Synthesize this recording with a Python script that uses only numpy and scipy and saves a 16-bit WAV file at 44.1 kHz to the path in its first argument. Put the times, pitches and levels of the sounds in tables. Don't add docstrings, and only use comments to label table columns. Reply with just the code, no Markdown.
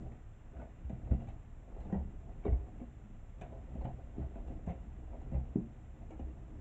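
import sys
import numpy as np
from scipy import signal
from scipy.fft import rfft, irfft, next_fast_len
from scipy.io import wavfile
from scipy.ndimage import uniform_filter1d

SR = 44100
rng = np.random.default_rng(int(sys.argv[2]) if len(sys.argv) > 2 else 0)


def transcribe(u):
    v = np.clip(np.atleast_2d(u).T, -1, 1)
    q = np.round(v * 32767).astype(np.int16)
    wavfile.write(sys.argv[1], SR, q)


N = 291177
TIME = np.arange(N) / SR
ROOM_T60_S = 0.27


# time in seconds, level of the push in dB,
# contact frequency in Hz (low is soft and slow), decay of the judder in cycles.
TABLE_BUMPS = [(0.592, -47, 242, 1.5), (0.853, -37, 63, 1.15), (0.903, -39, 214, 1.3),
               (0.933, -40.5, 106, 0.36), (1.064, -36.5, 71.4, 0.51), (1.118, -22.5, 68.2, 0.23),
               (1.121, -28.5, 211, 0.55), (1.287, -39.5, 82.6, 0.96), (1.86, -42, 191, 1),
               (1.93, -29.5, 189.6, 2.15), (1.969, -38, 73.4, 6.5), (2.026, -44.5, 199, 2),
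               (2.456, -30, 422, 2.5), (2.465, -30.5, 229, 0.23), (2.493, -28.5, 63, 0.91),
               (2.528, -25, 64, 0.5), (2.481, -39, 400, 0.68), (2.532, -40.5, 252, 1.7),
               (2.815, -42.5, 245.5, 4.6), (3.049, -54, 214, 5.3), (3.103, -51, 204, 1.4),
               (3.42, -42.5, 131, 0.29), (3.757, -41.5, 210, 0.41), (3.779, -43, 64, 3.2),
               (3.853, -36, 123, 0.73), (3.869, -42, 253, 0.64), (4.184, -33, 231, 0.27),
               (4.228, -40.5, 73.8, 2.4), (4.36, -44.5, 234, 1.8), (4.506, -43.5, 215, 0.88),
               (4.676, -34.5, 166, 1.4), (4.687, -37, 84.6, 1.8), (5.323, -37.5, 184, 1.1),
               (5.336, -35.5, 150, 0.79), (5.352, -30, 65, 1.6), (5.383, -44, 139, 1.5),
               (5.56, -21.5, 232, 0.16), (5.561, -37, 440, 0.52), (6.119, -48, 318, 6.1),
               (6.198, -40.5, 258, 1.7), (6.216, -41, 66, 2.7), (6.272, -48, 310, 2)]
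def bumps():
    push = np.zeros(N)
    for s, db, hz, judder_cycles in TABLE_BUMPS:
        near = (TIME > s - .05) & (TIME < s + .4)
        cycles = np.maximum((TIME[near] - s) * hz, -2)
        exponent = (np.pi * cycles) ** 2
        acceleration = (1 - 2 * exponent) * np.exp(-exponent)
        onset = (1 + np.tanh(2 * np.pi * (cycles - .5))) / 2
        judder = onset * np.cos(2 * np.pi * cycles) * np.exp(-cycles / max(judder_cycles, 1 / 4))
        push[near] += from_db(db) * (acceleration + judder)
    reflections = unit_energy(rng.standard_normal(SR // 2) * decay(ROOM_T60_S) * (1 - decay(0.05)))
    return table_top(push) + from_db(-1.0) * convolve(push, reflections)


# frequency in Hz, gain in dB, time to decay by 60 dB (T60) in seconds.
TABLE_MODES = [(64.7, 0.5, 0.84), (111, -11, 0.66), (127.9, 11, 0.33), (171.7, 3, 0.13), (201.8, 1.5, 0.2),
               (232.1, 8, 0.35), (313.6, 3, 0.24), (333, -7, 0.3), (399.5, 3.5, 0.16), (523.6, 1.5, 0.2)]
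def table_top(force):
    out = force.copy()
    for hz, db, t60 in TABLE_MODES:
        radius = np.exp(-np.log(1000) / (t60 * SR))
        gain = (1 - radius ** 2) / 2
        feedback = [1, -2 * radius * np.cos(2 * np.pi * hz / SR), radius ** 2]
        out += from_db(db) * signal.lfilter([gain, 0, -gain], feedback, force + 1e-18)
    return out


# time after the hit in seconds, level offset in dB.
CLACK_CONTACTS = [(-0.02, -24), (0, -3), (0.019, -16)]
# time in seconds, base levels of hollow knock and dry click in dB, swell in
# seconds (short is a hit, long a scuff), spring tick as a share of the click, peg pitch in Hz,
# base level of its prongs in dB, cutoffs of the click and of the knock in Hz (low is a soft contact).
PEG_CLACKS = [(0.060, -59.5, -84, 0.0048, 0.15, 2190, -92, 3200, 1190),
              (0.120, -61.5, -75, 0.0036, 0.1, 2250, -78, 3000, 1000),
              (0.538, -60, -81, 0.005, 0.05, 1480, -83, 3000, 960),
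              (0.568, -66, -75, 0.0053, 0.054, 1470, -69, 3020, 1000),
              (0.600, -57, -73, 0.006, 0.05, 1500, -64, 3270, 1110),
              (0.617, -52, -79, 0.0031, 0.05, 2170, -74, 3230, 1220),
              (0.640, -61.5, -81, 0.005, 0.05, 1463, -72, 3000, 1000),
              (0.896, -51.5, -71, 0.003, 0.29, 2350, -82, 3650, 890),
              (1.073, -56, -82, 0.0025, 0.05, 1900, -86, 3000, 1000),
              (1.113, -47, -66, 0.004, 0.11, 2740, -78, 3480, 1410),
              (1.140, -56.5, -77, 0.0035, 0.4, 2710, -79, 3300, 1020),
              (1.203, -60.5, -77, 0.011, 0.12, 2810, -76, 3440, 1000),
              (1.272, -60, -78, 0.0036, 0.45, 2370, -76, 4000, 1000),
              (1.286, -58, -68.5, 0.0051, 0.21, 2640, -74, 4400, 1000),
              (1.765, -52.5, -83, 0.0025, 0.05, 2100, -83, 3000, 950),
              (1.804, -74, -73, 0.0046, 0.4, 4100, -86, 4700, 1010),
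              (1.850, -55.5, -83, 0.0025, 0.29, 3640, -86, 4540, 980),
              (1.898, -53, -71, 0.0016, 0.059, 2020, -92, 2970, 1000),
              (1.924, -44, -63, 0.0051, 0.11, 1935, -63.5, 3330, 900),
              (1.944, -45.5, -72, 0.0031, 0.046, 1920, -69, 2800, 900),
              (2.438, -57.5, -71, 0.0037, 0.046, 2310, -73, 3300, 1000),
              (2.452, -44.5, -65.5, 0.0035, 0.03, 3640, -78, 3700, 1700),
              (2.466, -45.5, -69, 0.003, 0.034, 2210, -64, 3600, 1600),
              (2.480, -51, -68.5, 0.0023, 0.027, 1956, -67, 3380, 1300),
              (2.526, -56.5, -76, 0.0025, 0.056, 2220, -71.5, 3000, 1200),
              (2.660, -59.5, -82, 0.0045, 0.05, 2200, -87, 3020, 900),
              (2.800, -55, -79, 0.0035, 0.05, 2300, -77, 3140, 910),
              (3.412, -52, -61.5, 0.0015, 0.28, 2480, -67, 3700, 1400),
              (3.419, -50, -64, 0.003, 0.25, 2580, -71, 3220, 1390),
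              (3.438, -54, -78, 0.0041, 0.091, 2210, -79, 3030, 1000),
              (3.523, -53, -89, 0.0051, 0.15, 1500, -81, 3780, 1050),
              (3.754, -57, -86, 0.003, 0.046, 2040, -89, 3000, 940),
              (3.811, -51.5, -71.5, 0.0035, 0.1, 4160, -86, 4300, 1200),
              (3.845, -56, -71, 0.001, 0.22, 2060, -74, 4500, 1000),
              (3.852, -45, -68.5, 0.0013, 0.08, 3000, -75, 3900, 1590),
              (3.988, -56, -82, 0.0036, 0.05, 2020, -87, 3000, 900),
              (4.222, -60, -82, 0.0053, 0.091, 1470, -73, 3300, 1100),
              (4.355, -53, -74, 0.0018, 0.1, 1490, -75, 3420, 1040),
              (4.477, -55, -73, 0.003, 0.34, 1980, -88, 3400, 980),
              (4.665, -60, -76, 0.0029, 0.6, 2170, -78, 4000, 1000),
              (4.674, -48.5, -70, 0.004, 0.12, 1990, -80, 3200, 900),
              (4.688, -48.5, -65, 0.0045, 0.13, 2600, -78, 3400, 950),
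              (4.702, -52.5, -66.5, 0.0047, 0.15, 2110, -71, 3200, 1020),
              (5.128, -54, -73, 0.0038, 0.1, 1920, -87, 3000, 1100),
              (5.146, -57, -84.5, 0.0041, 0.05, 2100, -84, 2980, 1100),
              (5.216, -61, -78, 0.0032, 0.49, 2000, -89, 3200, 950),
              (5.316, -53, -71, 0.0029, 0.06, 1570, -82, 3180, 960),
              (5.341, -47.5, -68, 0.0042, 0.08, 2120, -73, 3170, 960),
              (5.557, -55, -81, 0.00092, 0.1, 1990, -88, 3000, 846),
              (6.018, -64, -84, 0.003, 0.05, 1970, -85, 3000, 950),
              (6.108, -53, -71, 0.005, 0.35, 2250, -75, 3370, 960),
              (6.193, -53.5, -74, 0.0026, 0.39, 2900, -77, 3430, 1010)]
def clacks():
    out, loud_part = np.zeros(N), slice(0, SR // 25)
    for s, knock_db, click_db, swell_s, _, pitch_hz, prong_db, click_top_hz, knock_top_hz in PEG_CLACKS:
        for delay_s, drop_db in CLACK_CONTACTS:
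            touches = flurry(swell_s)
            responses = peg_knock(knock_top_hz), peg_click(click_top_hz), prongs(pitch_hz)
            for response, db in zip(responses, (knock_db, click_db, prong_db)):
                sound = convolve(touches, response)
                add(out, s + delay_s - swell_s, from_db(db + drop_db) * sound / np.std(sound[loud_part]))
    return out


def flurry(swell_s, per_s=1200):
    age = TIME[:SR // 2] / np.clip(swell_s, .001, .03)
    touching = rng.random(len(age)) < per_s / SR
    touches = touching * rng.choice([-1, 1], len(age)) * age * np.exp(1 - age)
    touches[np.argmin(abs(age - 1))] += 1.6
    return touches


# frequency in Hz, relative level in dB, T60 in seconds.
KNOCK_MODES = [(529.4, -1.5, 0.23), (565, -5, 0.11), (665.9, 2, 0.2), (708.7, -1.5, 0.2), (770, -0.5, 0.17),
               (836, -11, 0.09), (1038, -16, 0.08)]
# frequency in Hz, relative level in dB.
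KNOCK_SPECTRUM = [(150, -26.5), (300, -2), (550, -2.5), (720, 3.5), (880, -6.5), (1050, -12), (1400, -22.5),
                  (2200, -35)]
def peg_knock(top_hz=1070):
    clear = clear_modes(KNOCK_MODES, vary_db=2, detune=0.012)
    dense = from_db(1.5) * dense_modes(KNOCK_SPECTRUM, t60=0.17, room_db=-0.5)
    return softened(clear + dense, top_hz, order=4)


# frequency in Hz, relative level in dB, T60 in seconds.
CLICK_MODES = [(1484, 1, 0.089), (1806, -2, 0.19), (1982, 0.5, 0.11), (2260, -4, 0.078), (2550, -1, 0.032),
               (2770, 2.5, 0.15), (3540, -6, 0.05)]
# frequency in Hz, relative level in dB.
CLICK_SPECTRUM = [(700, -23.5), (1200, 4), (1600, 4), (2000, 6), (2700, -1), (3200, -6.5), (3900, -9),
                  (4700, -13.5), (7000, -31)]
def peg_click(top_hz=3900):
    clear = clear_modes(CLICK_MODES, vary_db=3, detune=0.015)
    dense = from_db(10.0) * dense_modes(CLICK_SPECTRUM, t60=0.044, room_db=2.0)
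    return softened(clear + dense, top_hz, order=10)


# multiple of the peg's pitch, relative level in dB, T60 in seconds.
PRONG_MODES = [(1, 6.5, 0.088), (0.96, 1.5, 0.043), (1.17, -12, 0.092), (1.3, -14, 0.025)]
def prongs(pitch_hz):
    modes = [(pitch_hz * multiple, db, t60) for multiple, db, t60 in PRONG_MODES]
    return clear_modes(modes, vary_db=0.0, detune=0.0064)


def clear_modes(modes, vary_db, detune):
    t, out = TIME[:SR // 2], 0
    for hz, db, t60 in modes:
        strength = rng.choice([-1, 1]) * from_db(db + vary_db * rng.standard_normal())
        tuned_hz = hz * (1 + detune * rng.standard_normal())
        out = out + strength * np.sin(2 * np.pi * tuned_hz * t) * decay(t60)
    return unit_energy(out)


def dense_modes(spectrum, t60, room_db):
    direct = from_db(3) * decay(0.014)
    envelope = direct + decay(t60) + from_db(room_db) * decay(ROOM_T60_S)
    return unit_energy(noise(spectrum, size=SR // 2) * envelope)


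def softened(x, top_hz, order):
    return unit_energy(signal.sosfilt(signal.butter(order, top_hz, fs=SR, output="sos"), x))


# frequency in Hz, relative level in dB.
SPRING_SPECTRUM = [(1500, -15.5), (2800, 10), (3900, 7), (4900, -9.5), (6400, 11), (7500, 7.5),
                   (8300, -0.5), (9000, -20)]
def spring_ticks():
    out = np.zeros(N)
    for s, _, click_db, swell_s, share, *_ in PEG_CLACKS:
        tick = convolve(flurry(swell_s), dense_modes(SPRING_SPECTRUM, t60=0.015, room_db=-10.5))
        add(out, s - swell_s, share * from_db(click_db) * tick / np.std(tick[:SR // 60]))
    return out


# time in seconds, relative level in dB.
HAND_EFFORT = [(0.0, -51.5), (0.289, -68.5), (0.92, -62), (1.121, -53), (1.42, -63.5), (1.669, -66.5),
               (1.89, -56.5), (2.2, -60.5), (2.65, -57), (3.09, -66.5), (3.38, -62), (3.66, -58.5),
               (4.19, -60), (4.39, -55.5), (4.93, -58), (5.48, -57), (5.72, -63.5), (6.6, -58.5)]
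def handling():
    s, effort_db = np.transpose(HAND_EFFORT)
    swing_db = np.interp(TIME, s, effort_db - effort_db.mean())
    tug, rub = tugs(), from_db(-64.5 + swing_db)
    rock = np.hypot(from_db(-50 + 1.15 * swing_db), from_db(15.5) * tug)
    drag = np.hypot(rub, from_db(-1.5) * tug)
    hollow = np.hypot(from_db(-5.5) * rub, tug)
    scratch = np.hypot(from_db(-78 + 0.26 * swing_db), from_db(-18.5) * tug)
    return (rock * ring_rocking() + drag * table_drag()
            + hollow * rope_rub(peg_knock, per_s=200) + scratch * rope_rub(peg_click, per_s=250))


# crest time in seconds, length in seconds, hollow rub in dB.
ROPE_TUGS = [(0.07, 0.027, -64), (0.607, 0.13, -61), (1.208, 0.077, -63), (1.79, 0.28, -63),
             (2.293, 0.027, -62.5), (2.827, 0.045, -62), (3.538, 0.17, -64.5), (3.784, 0.16, -62),
             (4.225, 0.13, -57.5), (4.388, 0.063, -64), (4.514, 0.11, -59.5), (5.126, 0.07, -67),
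             (6.033, 0.022, -62.5)]
def tugs(rise_share=0.58):
    gain = np.zeros(N)
    for s, length_s, db in ROPE_TUGS:
        width_s = length_s * np.where(TIME < s, rise_share, 1 - rise_share)
        gain += from_db(db) * np.exp(-((TIME - s) / width_s) ** 2)
    return gain


# frequency in Hz, relative level in dB.
ROCKING_SPECTRUM = [(15, -13), (27, 2.5), (48, 7), (66, 6), (90, -8), (130, -13), (200, -16), (300, -14),
                    (450, -45.5), (800, -65)]
def ring_rocking():
    rumble = rms_one(table_top(noise(ROCKING_SPECTRUM)))
    local_power = uniform_filter1d(rumble ** 2, SR // 12)
    return rumble / np.sqrt(local_power + 0.013)


def table_drag():
    band = signal.butter(2, [190, 520], "band", fs=SR, output="sos")
    return rms_one(signal.sosfilt(band, table_top(slips(per_s=700, spread_db=4.0))))


def rope_rub(response, per_s, pegs=4):
    return rms_one(sum(convolve(slips(per_s, spread_db=3.2), response()) for _ in range(pegs)))


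def slips(per_s, spread_db):
    sizes = from_db(spread_db * np.minimum(rng.exponential(1, N), 4))
    return sizes * rng.choice([-1, 1], N) * (rng.random(N) < per_s / SR)


# frequency in Hz, relative level in dB.
ROOM_SPECTRUM = [(15, -26.5), (27, 12), (62, -4), (110, -1), (220, -17.5), (480, -27.5), (700, -24),
                 (1080, -29), (1900, -35.5), (2750, -40.5), (3700, -48), (4700, -61), (9000, -80.5)]
def room_murmur():
    return from_db(-52) * noise(ROOM_SPECTRUM)


# frequency in Hz, relative level in dB.
HISS_SPECTRUM = [(3000, -24), (4800, -27), (5500, -13.5), (6600, -12.5), (7000, -7), (7300, -0.5),
                 (7700, -10.5), (8600, -26), (9000, -55)]
# frequency in Hz, rms level in dB.
WHINE_TONES = [(5170, -107), (6198, -99)]
def microphone_noise():
    whine = sum(from_db(db) * np.sqrt(2) * np.sin(2 * np.pi * hz * TIME) for hz, db in WHINE_TONES)
    return from_db(-85.5) * noise(HISS_SPECTRUM) + whine


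def noise(spectrum, size=N):
    hz, db = np.transpose(spectrum)
    length = next_fast_len(size)
    bin_hz = np.maximum(np.fft.rfftfreq(length, 1 / SR), 1)
    gain = from_db(np.interp(np.log(bin_hz), np.log(hz), db))
    return rms_one(irfft(rfft(rng.standard_normal(length)) * gain, length)[:size])


def decay(t60):
    return np.exp(-np.log(1000) * TIME[:SR // 2] / t60)


def convolve(x, response):
    return signal.fftconvolve(x, response)[:len(x)]


def add(out, s, sound):
    start = int(np.clip(s * SR, 0, N - 1))
    out[start:start + len(sound)] += sound[:N - start]


def from_db(db):
    return 10 ** (np.asarray(db) / 20)


def rms_one(x):
    return x / np.sqrt(np.mean(x ** 2) + 1e-30)


def unit_energy(x):
    return x / np.sqrt(np.sum(x ** 2) + 1e-30)


def scene():
    return (bumps() + clacks() + spring_ticks() + handling() + room_murmur())[None]


def record(dry):
    mic_lowpass = signal.ellip(10, .1, 80, 8740, fs=SR, output="sos")
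    final_lowpass = signal.ellip(10, .1, 80, 16000, fs=SR, output="sos")
    picked_up = signal.sosfilt(mic_lowpass, dry + microphone_noise())
    white_hiss = from_db(-96.5) * rng.standard_normal(N)
    return signal.sosfilt(final_lowpass, picked_up + white_hiss)


dry = scene()
out = record(dry)
transcribe(out)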